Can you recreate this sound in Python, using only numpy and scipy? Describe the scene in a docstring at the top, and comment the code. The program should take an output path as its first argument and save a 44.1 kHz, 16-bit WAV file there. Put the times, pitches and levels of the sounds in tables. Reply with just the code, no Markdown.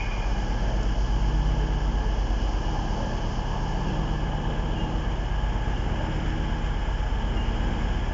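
"""Six-cylinder diesel engines idle under a passenger train while the listener walks along the platform.
Unequal firings sound harmonics of the engine cycle, which beat into a throb and swell and fade in the
standing waves under a glass station roof. Valves and injectors excite clatter, rumble and casing modes.
Turbulent air rushes from fans and hisses under the coach. A whistle blast dies away in the hall,
and faint squeals, hollow swells and light ticks come and go."""
import sys
import numpy as np
from scipy import signal
from scipy.fft import rfft, irfft, next_fast_len
from scipy.io import wavfile
from scipy.ndimage import uniform_filter1d

SR = 44100
rng = np.random.default_rng(int(sys.argv[2]) if len(sys.argv) > 2 else 0)


def bounce(signal):
    """Save signal as a 16-bit WAV file at the path given by the first command-line argument."""
    frames = np.transpose(np.atleast_2d(signal))
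    limited = np.clip(frames, -1, 1)
    pcm = np.round(limited * 32767).astype(np.int16)
    wavfile.write(sys.argv[1], SR, pcm)


N = 358577
TIME = np.arange(N) / SR
CYCLE_HZ, CYLINDERS = 8.302, 6   # four-stroke cycle; an "order" is a multiple of its rate
# swell of the exhaust drone, which the rumble follows: (time [s], level [dB])
DRONE_SWELL = [(0, -49), (.6, -37.5), (1.05, -45), (1.45, -37.5), (2.0, -43), (3.1, -38.5), (3.52, -46),
               (3.92, -33.5), (4.33, -42), (4.89, -35.5), (5.37, -48.5), (5.84, -37.5), (6.4, -37.5),
               (7.05, -47.5), (7.35, -38.5), (7.8, -36), (8.13, -43.5)]


def from_db(db):
    """Amplitude grows tenfold for every 20 dB."""
    return 10 ** (np.asarray(db) / 20)


def rms_one(x):
    """Normalisation to unit mean power."""
    return x / np.sqrt(np.mean(np.abs(x) ** 2) + 1e-20)


def in_time(curve):
    """Linear interpolation of (time, level) points at every sample."""
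    return np.interp(TIME, *np.transpose(curve))


def drift(rate_hz):
    """Low-passed noise: a smooth random fluctuation of rms 1."""
    hop, settle = 100, 2000
    pole = np.exp(-2 * np.pi * rate_hz * hop / SR)
    noise = rng.standard_normal(N // hop + settle + 2)
    slow = signal.lfilter([1], [1, -2 * pole, pole * pole], noise)[settle:]
    return np.interp(np.arange(N) / hop, np.arange(len(slow)), rms_one(slow))


def colour(x, spectrum):
    """Spectral shaping, with a roll-off below the lowest given frequency; rms 1."""
    size = next_fast_len(N)
    hz, db = np.transpose(spectrum)
    bins = np.maximum(np.arange(size // 2 + 1) * SR / size, 1)
    gain = from_db(np.interp(np.log(bins), np.log(hz), db)) * np.minimum(bins / hz[0], 1) ** 2
    return rms_one(irfft(rfft(x, size) * gain, size)[:N])


def resonate(x, hz, width):
    """Resonance as a steep-sided pass band; rms 1."""
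    edges = [max(hz - width / 2, 10), hz + width / 2]
    return rms_one(signal.sosfilt(signal.butter(2, edges, "band", fs=SR, output="sos"), x))


def blend(coherent, diffuse, share):
    """Uncorrelated sounds add in power; share is the diffuse fraction."""
    return np.sqrt(1 - share) * coherent + np.sqrt(share) * diffuse


def passing(machines, far_db):
    """Inverse-square law: the level [dB] of machines walked past, over that of the distant ones."""
    power = sum(from_db(db) ** 2 / (1 + ((TIME - s) / reach) ** 2) for s, db, reach in machines)
    return 10 * np.log10(power + from_db(far_db) ** 2)


def ringing(events, rise_s, evenness=0.16):
    """Reverberant decay: narrow noise bands swell, then die away exponentially."""
    out = np.zeros(N)
    for s, hz, width, db, t60 in events:
        age = TIME - s
        envelope = np.exp(-(np.minimum(age, 0) / rise_s) ** 2 - np.log(1000) * np.maximum(age, 0) / t60)
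        band = resonate(rng.standard_normal(N + SR), hz, width)
        strength = np.sqrt(np.abs(uniform_filter1d(band ** 2, round(2 * SR / width))) + 1e-9)
        steadier = rms_one(band / strength ** evenness)[SR:]
        out += from_db(db) * envelope * steadier
    return out


def distant_sounds():
    """Reverberation prolongs a two-note whistle and its echo, faint squeals and hollow swells."""
    # narrow-band events: (time [s], frequency [Hz], bandwidth [Hz], level [dB], 60 dB decay time [s])
    whistle = [(0.0063, 2430, 63, -33, 0.27), (0.12, 2420, 130, -42, .8), (0.22, 2430, 70, -45, .7),
               (0.0, 2190, 110, -41.5, 1.1)]
    squeals = [(2.67, 2900, 70, -47.5, .45), (3.89, 2720, 110, -50, 0.36), (4.8, 2830, 55.4, -45, .4),
               (5.75, 2835, 55, -50, 2.5), (7.4, 2845, 65, -44.5, .8)]
    swells = [(.72, 634, 170, -37, 0.78), (1.65, 430, 14, -42.5, 1.4), (2.06, 431, 13, -44.5, 0.74),
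              (2.78, 885, 270, -42.5, 1), (3.06, 547, 75, -38.5, 0.85), (3.58, 930, 320, -39.5, 0.5),
              (4.5, 470, 180, -42, 1.3), (6.04, 580, 100, -39, 0.61)]
    return ringing(whistle, rise_s=.02) + ringing(squeals, rise_s=.05) + ringing(swells, rise_s=.08)


def ticks(t60_s=0.021):
    """Brief hard contacts have broad spectra: bright bursts that die at once."""
    # contacts on the platform: (time [s], relative level [dB])
    contacts = [(0.4194, -46), (0.8305, -31), (1.5494, -46), (4.4994, -43)]
    envelope = sum(from_db(db - 6.5) * (TIME >= s) * np.exp(-np.log(1000) * np.abs(TIME - s) / t60_s)
                   for s, db in contacts)
    return envelope * resonate(rng.standard_normal(N), hz=6400, width=2700)


def air(spectrum, level_db, flutter_db):
    """Turbulence radiates broadband noise whose level flutters."""
    return from_db(level_db + flutter_db * drift(19)) * colour(rng.standard_normal(N), spectrum)


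def hiss():
    """Fine turbulence in the air under the coach radiates high frequencies."""
    # hiss spectrum: (frequency [Hz], relative density [dB])
    spectrum = [(2500, -21), (4000, -7), (4500, 4), (4800, 6), (5250, 8), (5700, 4), (6600, 2.5),
                (7500, -9.5)]
    # its strength along the walk: (time [s], relative level [dB])
    strength = [(0, -50.5), (1.1, -51), (1.8, -54), (2.7, -50), (3.8, -52), (4.4, -58.5), (8.13, -59)]
    return air(spectrum, in_time(strength) - .5, flutter_db=0.73)


def fans():
    """Turbulent fan noise rises and falls with the listener's distance."""
    # fan spectrum: (frequency [Hz], relative density [dB])
    spectrum = [(400, 4), (900, -2), (1500, 7), (1900, 1), (2100, 3.5), (2700, -1.5), (3300, -15.5),
                (3600, -14.5), (4000, -38.5), (5200, -7.5), (6000, -20), (7500, -9)]
    # fans passed: (time when closest [s], relative level [dB], time to half power [s])
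    passes = [(0.3, -57, .9), (6.15, -52.5, .45), (7.7, -52.5, .6)]
    return air(spectrum, passing(passes, far_db=-57) + 8.5, flutter_db=1.03)


def knocks(cycles, irregular, pulsing, change_hz=0.38, beat_order=4):
    """Cyclic excitation: valve and injector noise partly repeats each cycle and pulses with the firings."""
    size = round(SR / CYCLE_HZ)
    place = np.round(cycles * size).astype(int) % size
    patterns = rng.standard_normal((6, size))
    paths = np.array([drift(change_hz) for _ in patterns])
    # transmission paths trade strength while their total power stays even
    repeating = np.sum(paths * patterns[:, place], axis=0) / np.linalg.norm(paths, axis=0)
    firing = np.cos(2 * np.pi * CYLINDERS * cycles) + np.cos(2 * np.pi * beat_order * cycles)
    return blend(repeating, rng.standard_normal(N), irregular) * (1 + pulsing * firing / 2)


def casing(cycles):
    """Panel resonance: knocks ring the engine casing, which grows louder as the listener nears it."""
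    # panel modes: (frequency [Hz], bandwidth [Hz], relative level [dB])
    modes = [(1642, 113, -49), (1722, 46, -53.5), (2955, 140, -53), (3139, 330, -52)]
    panels = np.zeros(N)
    for hz, width, db in modes:
        wavering = from_db(db + drift(6))
        panels += wavering * resonate(knocks(cycles, irregular=0.89, pulsing=0.13), hz, width)
    return from_db(-0.84 + 0.1864 * TIME) * panels


def rumble(cycles, mean_db=-35.1, drone_share=0.33):
    """Forced response: the knocks raise a low rumble in the hall that swells with the drone."""
    # rumble spectrum: (frequency [Hz], relative density [dB])
    spectrum = [(15, -24), (24, -12), (33, 1.5), (50, 12), (70, -2), (120, 2), (200, 2), (300, -3),
                (480, -5), (700, -14), (1200, -34.5)]
    drone_db = in_time(DRONE_SWELL)
    level_db = mean_db + drone_share * (drone_db - drone_db.mean())
    return from_db(level_db) * colour(knocks(cycles, irregular=0.78, pulsing=0.11), spectrum)


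def clatter(cycles):
    """Structure-borne sound: each engine block radiates its knocks, loudest when closest."""
    # block spectrum: (frequency [Hz], relative density [dB])
    spectrum = [(150, -18.5), (300, -7), (480, -5), (700, -0.5), (860, 1.5), (1000, -2.5), (1200, -7),
                (1450, -17), (1900, -28), (3000, -14), (3800, -40), (7500, -31)]
    # engines passed: (time when closest [s], relative level [dB], time to half power [s])
    passes = [(0.2, -44.5, 0.17), (2.85, -44.5, 0.38), (3.85, -43, 1)]
    excitation = knocks(cycles, irregular=0.64, pulsing=0.12, change_hz=1.18)
    return from_db(passing(passes, far_db=-42) + 1.2) * colour(excitation, spectrum)


def harmonic(cycles, order, scattered=0, pipe_dispersion=.245, sway_rad=.022, fade_hz=.022):
    """Multipath fading of a tone delayed by the pipe: walking shifts and fades short waves fastest."""
    phase = 2 * np.pi * (order * cycles - pipe_dispersion * (order - CYLINDERS) ** 2)
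    phase += sway_rad * order * drift(0.78)
    diffuse = drift(fade_hz * order) * np.cos(phase) + drift(fade_hz * order) * np.sin(phase)
    return blend(np.sqrt(2) * np.cos(phase), diffuse, scattered)


def whine(cycles, peak_hz=856, half_width_hz=38, peak_db=-50.5):
    """A resonance of the block lifts the harmonics that lie near its peak."""
    # every third harmonic around the resonance: (order)
    orders = (96, 99, 102, 105, 108)
    out = np.zeros(N)
    for order in orders:
        detuning = (order * CYCLE_HZ - peak_hz) / half_width_hz
        out += from_db(peak_db) / np.hypot(1, detuning) * harmonic(cycles, order, scattered=0.73)
    return out


def exhaust(cycles):
    """Beating: unequal cylinders sound harmonics of the cycle rate, and neighbours interfere as a throb."""
    # swells of the firing tone and of its third harmonic: (time [s], level [dB])
    boom = [(0.0, -32.5), (0.13, -30), (1.31, -22.5), (2.51, -27.5), (2.87, -42), (5.37, -28.5),
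            (6.14, -31.5), (7.27, -27.5), (8.13, -34.5)]
    hum = [(0, -49.5), (1.05, -47.5), (1.38, -32.5), (1.8, -35.5), (2.4, -55), (2.7, -39.5), (3.35, -40),
           (3.85, -34.5), (4.45, -35), (5.5, -42.5), (6.4, -35), (7.0, -42.5), (8.13, -53)]
    # steady tones: (order, level [dB], scattered share [0-1])
    steady_tones = [(3, -55.5, .1), (5, -34.5, 0.15), (7, -54, 0.4), (8, -56, 0.8), (9, -39, 0.21),
                    (10, -44, .05), (12, -43.5, 0), (13, -52.5, 0.2), (15, -50.5, .15), (44, -56, 0.7)]
    # standing waves: (order, direct level [dB], antinode time [s], antinode spacing [s], reflection [0-1])
    standing_waves = [(4, -32.5, 3.6, 3.75, .15), (14, -41.5, 3.3, 2.25, 0.3)]
    # drone tones: (order, level relative to the swell [dB], scattered share [0-1])
    drone_tones = [(21, -9.5, .3), (22, -10.5, .3), (23, -11, 0.2), (24, -5.5, .3), (28, -5.5, .1),
                   (38, -6.5, 0.12)]
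    out = from_db(in_time(boom)) * harmonic(cycles, CYLINDERS)
    out += from_db(in_time(hum)) * harmonic(cycles, 3 * CYLINDERS)
    for order, db, scattered in steady_tones:
        out += from_db(db) * harmonic(cycles, order, scattered)
    for order, db, antinode, spacing, reflection in standing_waves:
        interference = np.abs(1 + reflection * np.exp(2j * np.pi * (TIME - antinode) / spacing))
        out += from_db(db) * interference * harmonic(cycles, order)
    for order, db, scattered in drone_tones:
        out += from_db(in_time(DRONE_SWELL) + db) * harmonic(cycles, order, scattered)
    return out


def scene():
    """Superposition: engines, fans, air and station sounds add at one listening point."""
    cycles = CYCLE_HZ * (TIME - .0815)
    diesel = exhaust(cycles) + whine(cycles) + clatter(cycles) + rumble(cycles) + casing(cycles)
    return (diesel + fans() + hiss() + distant_sounds() + ticks())[None]


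def record(dry, cutoff_hz=7900):
    """A steep low-pass filter removes the treble above the cut-off."""
    return signal.sosfilt(signal.cheby2(16, 60, cutoff_hz, fs=SR, output="sos"), dry)


dry = scene()
out = record(dry)
bounce(out)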